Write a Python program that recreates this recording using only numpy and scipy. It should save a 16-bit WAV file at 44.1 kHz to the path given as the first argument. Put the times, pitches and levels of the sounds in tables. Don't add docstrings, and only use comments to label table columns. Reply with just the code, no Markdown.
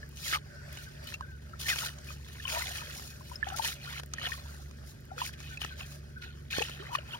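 import sys
import numpy as np
from scipy import signal
from scipy.fft import rfft, irfft, next_fast_len
from scipy.io import wavfile
from scipy.ndimage import uniform_filter1d

SR = 44100
rng = np.random.default_rng(int(sys.argv[2]) if len(sys.argv) > 2 else 0)


def to_wav(s):
    ch = np.atleast_2d(s).T
    pcm = np.round(np.clip(ch, -1, 1) * 32767)
    wavfile.write(sys.argv[1], SR, pcm.astype(np.int16))


N = 317079

# frequency_hz, relative level_db per Hz. Each layer is evened to rms 1 afterwards.
RUMBLE_SPECTRUM = [(15, -60), (30, -21), (45, -13), (65, 9), (90, 1), (140, 1.5), (250, -11.5), (420, -10),
                   (640, -23), (950, -52)]
AIR_SPECTRUM = [(300, -5), (480, -18), (575, 22.5), (700, 8), (1000, -1), (1550, 17.5), (2300, 3.5),
                (3600, -8.5), (4700, 6.5), (7600, -6.5), (11000, -12), (16500, -16)]
RASP_SPECTRUM = [(700, -58), (1200, -27), (1860, -3.5), (2250, -7.5), (3060, 7.5), (4300, 7.5),
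                 (5600, -10.5), (7000, -19), (9000, -58)]
SLOP_SPECTRUM = [(150, -59), (350, -12), (600, 3.5), (950, -15), (1400, 6), (2000, -4.5), (3500, -89)]
GRIT_SPECTRUM = [(2000, -10.5), (4000, 6.5), (7100, 5.5), (7700, -10.5), (8500, 1), (12500, -0.5),
                 (16500, -5)]

# order (multiple of the turning rate), mean level_db (rms, before its waver)
ENGINE_ORDERS = [(2, -64), (3, -51.5), (4, -61), (5, -64), (6, -54), (9, -69), (10, -67.5), (15, -70)]
# start_s, length_s, level_db (before waver and echoes), starting pitch_hz
BIRD_WHISTLES = [(0.555, 0.072, -48.5, 1530), (0.764, 0.068, -47, 1530), (0.862, 0.029, -47, 1547),
                 (1.221, 0.031, -43, 1546), (1.273, 0.1, -48, 1582), (5.495, 0.068, -47, 1535),
                 (5.705, 0.031, -44, 1536), (6.158, 0.027, -43, 1524), (6.215, 0.03, -44.5, 1488),
                 (6.26, 0.055, -49, 1525)]
# start_s, peak level_db
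SPRAY_SPECKS = [(0.0912, -41), (0.7277, -32), (0.8265, -39), (1.042, -34), (1.0725, -33), (2.3386, -41),
                (2.38, -47), (3.5354, -33), (4.0607, -34), (5.0065, -45), (5.0534, -45), (5.1614, -48),
                (5.1886, -45)]
# start_s, level_db (before halving), knock level_db re the snap
DROP_TICKS = [(0.171, -33.5, -16), (0.326, -19.5, -5), (0.772, -29, -18), (1.1407, -26, -19),
              (1.2085, -37, 2), (1.6023, -39, -19), (1.759, -22, -7), (1.985, -35.5, -26),
              (2.4815, -32, -16), (2.996, -38.5, 10.5), (3.487, -27.5, -28), (3.585, -23, -30),
              (3.997, -50, 28), (4.034, -45, 19.5), (4.136, -18, -22), (4.196, -40, 7), (4.23, -32, -3),
              (4.711, -37, -19), (5.4022, -34.5, -1), (5.573, -33, -24), (5.617, -22.5, -26),
              (5.6473, -20, -19), (6.583, -30, 4), (6.619, -21, -7), (6.696, -53, 27), (6.9498, -23.5, -13)]
# start_s, length_s, level_db (before shake and side), from_hz, to_hz
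MUD_GURGLES = [(0.251, 0.073, -41, 2250, 1340), (0.33, .045, -29.5, 1340, 1158),
               (2.52, .075, -38, 611, 694), (2.553, 0.035, -33.5, 936, 970),
               (1.692, 0.055, -31, 2250, 1426), (6.892, .028, -42, 740, 1210),
               (6.913, .036, -37.5, 930, 1003), (6.947, .028, -43, 1326, 1000),
               (7.13, 0.027, -36.5, 2600, 3370), (7.14, 0.021, -38, 890, 1036)]
# start_s, level_db (before wobble), nominal pitch_hz, t60_s, left-minus-right balance_db
BUBBLE_RINGS = [(0.029, -31.5, 1760, 0.03, -4), (0.329, -21, 1460, 0.025, -3),
                (1.14, -35.5, 2770, 0.053, 9), (1.208, -27, 1074, 0.028, 2), (1.533, -41, 1350, 0.043, 1),
                (2.086, -35.5, 2540, 0.039, 5), (2.104, -39.5, 1270, 0.034, 5),
                (2.4, -32, 1810, 0.034, 5.5), (2.453, -24.5, 3130, 0.036, 6), (2.452, -33, 1066, 0.07, 4),
                (2.548, -27, 2510, 0.027, 1), (2.821, -39.5, 970, 0.04, -4), (2.479, -30.5, 2750, 0.036, 5),
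                (2.62, -33, 2110, 0.055, 4), (2.507, -37, 945, 0.049, 2), (2.517, -31, 3180, 0.028, 3),
                (2.606, -33, 980, 0.05, 2), (3.208, -35, 1060, 0.028, 6), (3.314, -35.5, 996, 0.042, 11),
                (3.357, -34.5, 5340, 0.026, 8), (3.428, -20, 1780, 0.033, -9),
                (3.444, -30, 3220, 0.011, -3), (3.468, -33, 790, 0.092, 8), (3.521, -33, 776, 0.11, 8.5),
                (3.541, -31, 1380, 0.043, 10.5), (3.595, -23.5, 910, 0.058, 0),
                (3.874, -38, 1443, 0.11, -1), (4.183, -26, 1900, 0.041, -4.5),
                (4.215, -26.5, 1270, 0.029, -7.5), (4.293, -38, 1090, 0.069, -7),
                (4.319, -25.5, 1886, 0.041, 5), (4.342, -38, 1165, 0.031, 8), (4.456, -41, 960, 0.048, 5),
                (5.106, -43, 1410, 0.059, 7), (5.115, -35, 765, 0.091, 7), (5.165, -44, 480, 0.21, 3),
                (5.18, -24.5, 1430, 0.015, -3), (5.216, -20, 1008, 0.031, 2), (5.573, -29, 2630, 0.033, 2),
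                (5.616, -23.5, 3100, 0.025, 2), (5.64, -29, 2920, 0.028, -1), (6.529, -22, 2740, 0.018, 2),
                (6.54, -24, 1770, 0.015, -2), (6.624, -21.5, 2810, 0.019, 6),
                (6.584, 4.5, 466, 0.0046, 3.5), (6.603, -27.5, 444, 0.076, 2),
                (6.616, -21.5, 834, 0.022, 10.5), (6.797, -35, 360, 0.13, -2),
                (6.809, -37.5, 3150, 0.02, -8), (6.951, -19, 1160, 0.018, 11.5), (6.985, -34, 620, 0.03, 6),
                (6.986, -33, 2980, 0.019, 5), (7.108, -41, 3310, 0.065, -9.5)]
# frequency_hz, width_hz (in the rasp), lift_db (in the rasp)
PIPE_MODES = [(1298, 82, 26), (1814, 146, 19.5), (2500, 240, 16.5), (3014, 92, 5.5), (6310, 170, 21.5)]
# full_force_s, hold_s, force_db, rise_s, fall_s, wetness_db and grittiness_db re the
# force; rise and fall are the times for 20 dB
PIPE_PUSHES = [(0.275, 0.041, -44.5, 0.11, 0.059, -22, -5),
               (0.314, 0.035, -36.5, 0.012, 0.035, -10.5, -13.5),
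               (0.783, 0.024, -58.5, 0.26, 0.39, -13, -10), (1.086, 0.06, -51, 0.095, 0.018, -25, -13.5),
               (1.597, 0.0072, -49.5, 0.0077, 0.33, -41, -5.5),
               (1.692, 0.0055, -34, 0.039, 0.079, -17, -9.5), (1.789, 0.077, -45, 0.14, 0.072, -4, -7.5),
               (2.116, 0.0092, -57, 0.18, 0.092, -21, -7), (2.495, 0.092, -44, 0.049, 0.32, -5.5, -9.5),
               (2.716, 0.08, -49, 0.7, 0.38, -5.5, -10), (2.935, 0.11, -60.5, 0.091, 0.26, 1, -0.5),
               (3.324, 0.039, -61.5, 0.33, 0.019, -11, -6), (3.48, 0.0081, -52, 0.095, 0.28, 0.5, -15),
               (3.564, 0.01, -53.5, 0.0066, 0.14, -14, -1), (3.645, 0.034, -39, 0.037, 0.08, -11.5, -9),
               (3.874, 0.13, -50, 0.16, 0.01, -10.5, -15), (4.257, 0.015, -39.5, 0.09, 0.013, -3.5, -20),
               (4.289, 0.044, -51.5, 0.053, 0.15, -4.5, -9), (4.435, 0.13, -66, 0.082, 0.33, 3.5, -3.5),
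               (4.868, 0.042, -73.5, 0.024, 0.069, -13, 6), (5.186, 0.1, -47, 0.024, 0.029, -17, -11),
               (5.333, 0.0056, -51.5, 0.014, 0.021, -24, -17.5),
               (5.396, 0.15, -57.5, 0.048, 0.075, -9, -12.5), (5.611, 0.012, -45, 0.022, 0.15, -32, -18),
               (5.801, 0.0081, -49.5, 0.055, 0.097, -5.5, -14),
               (5.865, 0.078, -65.5, 0.057, 0.11, -2.5, -2), (6.219, .01, -50, 0.013, 0.15, -27, -20.5),
               (6.509, 0.1, -42.5, 0.0068, 0.21, -14.5, -15.5), (6.793, 0.2, -57, 0.16, 0.1, 0.5, -18.5),
               (6.956, 0.0027, -41.5, 0.048, 0.0077, -6.5, -14.5),
               (7.141, 0.0045, -54, 0.16, 0.073, 1, -13)]
# level_db of rasp, slop and grit
DRAG_DB = (-72, -71.5, -81)
# frequency_hz, lead_rad of the left port
PORT_PHASE = [(0, 0), (190, .25), (350, 1.5), (780, 1.9), (3400, 1.6), (14000, 28), (22050, 44)]
# frequency_hz, left-minus-right balance_db
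PORT_BALANCE = [(60, -0.4), (250, -2), (650, 1), (5000, -0.5), (12000, 2.5)]

ENGINE_HZ = 23.83
RUMBLE_DB, AIR_DB = -52, -61
RASP_DB, SLOP_DB, GRIT_DB = 3, 1, 14
SLIPS_PER_S, SLIP_DB, SLIP_S = 50, 3.2, 0.008
RING_DB = 1.0
EDGE_HZ = 15900


def amp(db):
    return 10 ** (np.asarray(db) / 20)


def evened(x):
    return x / np.sqrt(np.mean(x ** 2) + 1e-20)


def read(points, hz):
    f, value = np.transpose(points)
    return np.interp(np.log(hz + 1), np.log(f + 1), value)


def add(mix, s, sound):
    part = mix[:, round(s * SR):][:, :sound.shape[1]]
    part += sound[:, :part.shape[1]]


def coloured(x, points, modes=()):
    size = next_fast_len(N)
    hz = np.fft.rfftfreq(size, 1 / SR)
    humps_db = sum(lift / (1 + (2 * (hz - f) / width) ** 2) for f, width, lift in modes)
    gain = amp(read(points, hz) + humps_db)
    return evened(irfft(rfft(x, size) * gain, size)[..., :N])


def wander(per_s):
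    knots = rng.standard_normal(int(N / SR * 200) + 400)
    low_pass = signal.butter(1, np.clip(per_s / 100, .001, .9))
    smooth = signal.filtfilt(*low_pass, knots)[200:-198]
    return np.interp(np.arange(N) / SR * 200, np.arange(len(smooth)), evened(smooth))


def pair(x, other, same):
    same = np.clip(same, 0, 1)
    return np.array([x, same * x + np.sqrt(1 - same ** 2) * other])


def patchy(x, patchy_db):
    z = signal.stft(x, nperseg=512)[2]
    field = rng.standard_normal(z.shape[1:])
    field = uniform_filter1d(field, size=3, axis=0)
    field = uniform_filter1d(field, size=7, axis=1)
    return evened(signal.istft(z * amp(patchy_db * evened(field)), nperseg=512)[1][:, :N])


def engine():
    turns = ENGINE_HZ * np.cumsum(1 + 0.00377 * wander(per_s=1.37)) / SR
    drone = np.zeros(N)
    for order, db in ENGINE_ORDERS:
        level = amp(db + 1.8 * wander(per_s=1.5))
        tone = np.sin(2 * np.pi * (order * turns + rng.random()))
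        drone += level * np.sqrt(2) * tone
    return drone


def rumble():
    noise = pair(*rng.standard_normal((2, N)), 0.86)
    return amp(RUMBLE_DB) * coloured(noise, RUMBLE_SPECTRUM)


def open_air():
    noise = pair(*rng.standard_normal((2, N)), .35)
    air = patchy(coloured(noise, AIR_SPECTRUM), 2.5)
    return amp(AIR_DB + 4.4 * wander(per_s=2.9)) * air


def bird():
    out = np.zeros((1, N))
    for s, length, db, hz in BIRD_WHISTLES:
        done = np.linspace(0, 1, round(length * SR))
        waver = evened(uniform_filter1d(rng.standard_normal(len(done)), size=600))
        pitch = hz * (1 - 0.088 * done ** 2.5 + waver / 60)
        tone = np.sin(2 * np.pi * np.cumsum(pitch) / SR) * amp(2.5 * waver)
        add(out, s, amp(db) * tone[None] * np.sqrt(np.sin(np.pi * done).clip(0)))
    fade = amp(-60 * np.arange(6000) / SR / .18)
    echoes = rng.standard_normal((2, 6000)) * fade
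    echoes = echoes / np.linalg.norm(echoes[0])
    return out + amp(-6.0) * signal.oaconvolve(out, echoes, axes=1)[:, :N]


def spray():
    out, t = np.zeros((2, N)), np.arange(400) / SR
    for s, db in SPRAY_SPECKS:
        noise = rng.standard_normal((2, len(t)))
        burst = np.diff(pair(*noise, 0.41), prepend=0) * amp(-60 * t / 0.015)
        add(out, s, amp(db) * burst / abs(burst).max())
    return out


def ticks():
    out, t = np.zeros((2, N)), np.arange(1200) / SR
    hz, width = np.transpose(PIPE_MODES)[:2, :, None]
    bright = signal.butter(2, [1500, 5500], "band", fs=SR)
    dull = signal.butter(1, [400, 1800], "band", fs=SR)
    mode_rings = np.sin(2 * np.pi * hz * t) * np.exp(-np.pi * (width + 90) * t)
    for s, db, knock_db in DROP_TICKS:
        t60 = .01 + .014 * rng.random()
        noise = rng.standard_normal((2, len(t)))
        burst = pair(*noise, .4) * amp(-60 * t / t60) * np.minimum(t / .0006, 1)
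        modes = np.square(rng.random(len(PIPE_MODES))) @ mode_rings
        ring = signal.fftconvolve(burst, modes[None])[:, :len(t)]
        snap = signal.lfilter(*bright, burst)
        knock = signal.lfilter(*dull, burst)
        snap, ring, knock = (part / abs(part).max() for part in (snap, ring, knock))
        add(out, s, amp(db) * (snap + amp(RING_DB) * ring + amp(knock_db) * knock) / 2)
    return out


def gurgles():
    out = np.zeros((2, N))
    for s, length, db, from_hz, to_hz in MUD_GURGLES:
        done = np.linspace(0, 1, round(length * SR))
        re, im = uniform_filter1d(rng.standard_normal((2, len(done))), size=260)
        shake = 1 + .45 * (evened(re) + 1j * evened(im))
        glide = np.cumsum(from_hz + (to_hz - from_hz) * done) / SR
        ring = (shake * np.exp(2j * np.pi * glide)).imag
        ring = ring * np.sqrt(np.sin(np.pi * done).clip(0))
        add(out, s, np.outer(amp([db + 0.5, db - 3.0]), ring))
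    return out


def bubble(hz, t60):
    t = np.arange(0, np.clip(t60, .003, .15), 1 / SR)
    swell = np.minimum(t * hz / 2.2, 1)
    return np.sin(2 * np.pi * (0.966 * hz * t + 1300 * t ** 2)) * amp(-60 * (t / t60) ** 0.98) * swell


def bubbles():
    out = np.zeros((2, N))
    for s, db, hz, t60, balance_db in BUBBLE_RINGS:
        sides = amp([db + balance_db / 2, db - balance_db / 2])
        add(out, s, np.outer(sides, bubble(hz, t60)))
    return out * amp(4 * np.array([wander(per_s=90), wander(per_s=80)]))


def swarm(high, low, low_hz, span, cycles, db, range_db, count):
    u, pitch, size, side, ring = rng.random((count, 5)).T
    at = (u * N).astype(int)
    hz = low_hz * span ** pitch
    level = (pitch * high[at] + low[at]) * amp(db + range_db * size ** 4)
    ears = level * amp(4.1 * np.outer([1, -1], side - .5))
    out = np.zeros((2, N))
    for k in np.flatnonzero(level > 1e-4):
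        t60 = (.5 + ring[k]) * cycles / hz[k]
        add(out, at[k] / SR, ears[:, k, None] * bubble(hz[k], t60))
    return out


def grains(per_s, spread_db, hiss, same):
    size = amp(spread_db * np.minimum(rng.exponential(1, N), 3))
    signed = size * rng.choice([-1., 1.], N)
    clicks = evened(signed * (rng.random(N) < per_s / SR))
    side = amp(np.outer([1, -1], 10.2 * np.tanh(rng.standard_normal(N))))
    return clicks * side + hiss * pair(*rng.standard_normal((2, N)), same)


def effort():
    t = np.arange(N) / SR
    levels = np.outer(amp(DRAG_DB), np.ones(N))
    for s, hold, db, rise, fall, wet_db, grit_db in PIPE_PUSHES:
        away = np.maximum((s - t) / rise, (t - s - hold) / fall)
        force = amp(db - 20 * np.maximum(away, 0))
        levels = np.maximum(levels, np.outer(amp([0, wet_db, grit_db]), force))
    return levels


def slips():
    kicks = rng.exponential(1, N).clip(0, 3) * (rng.random(N) < SLIPS_PER_S / SR)
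    jumps = signal.lfilter([1], [1, -np.exp(-1 / (SLIP_S * SR))], kicks)
    jumps = np.tanh(uniform_filter1d(jumps, size=40))
    return SLIP_DB * (jumps - jumps.mean())


def digging():
    stroke, wet, dry = effort() * amp(slips())
    rasp = patchy(coloured(grains(900, 4.5, hiss=.8, same=.6), RASP_SPECTRUM, PIPE_MODES), 4.2)
    slop = patchy(coloured(grains(500, 3.0, hiss=.9, same=.4), SLOP_SPECTRUM), 4)
    grit = patchy(coloured(grains(3000, 3.5, hiss=1.6, same=.3), GRIT_SPECTRUM), 2.5)
    grit = grit * amp(1.6 * wander(per_s=90))
    fizz = swarm(stroke, wet, low_hz=700, span=4.5, cycles=30, db=-3, range_db=21, count=5000)
    crunch = swarm(stroke, stroke, low_hz=1400, span=2.8, cycles=22, db=-3, range_db=22, count=3500)
    friction = amp(RASP_DB) * stroke * rasp + amp(SLOP_DB) * wet * slop + amp(GRIT_DB) * dry * grit
    return friction + fizz + crunch


def scene():
    far = engine() + rumble() + open_air() + bird()
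    edge = spray() + ticks() + gurgles() + bubbles()
    return far + edge + digging()


def record(dry):
    size = next_fast_len(N + 4096)
    hz = np.fft.rfftfreq(size, 1 / SR)
    lead = np.interp(hz, *np.transpose(PORT_PHASE))
    left = amp(read(PORT_BALANCE, hz) / 2) * np.exp(.5j * lead)
    heard = irfft(rfft(dry, size) * np.array([left, 1 / left]), size)[:, :N]
    low_pass = signal.firwin(401, EDGE_HZ, window=("kaiser", 9), fs=SR)
    return signal.oaconvolve(heard, low_pass[None], "same")


dry = scene()
out = record(dry)
to_wav(out)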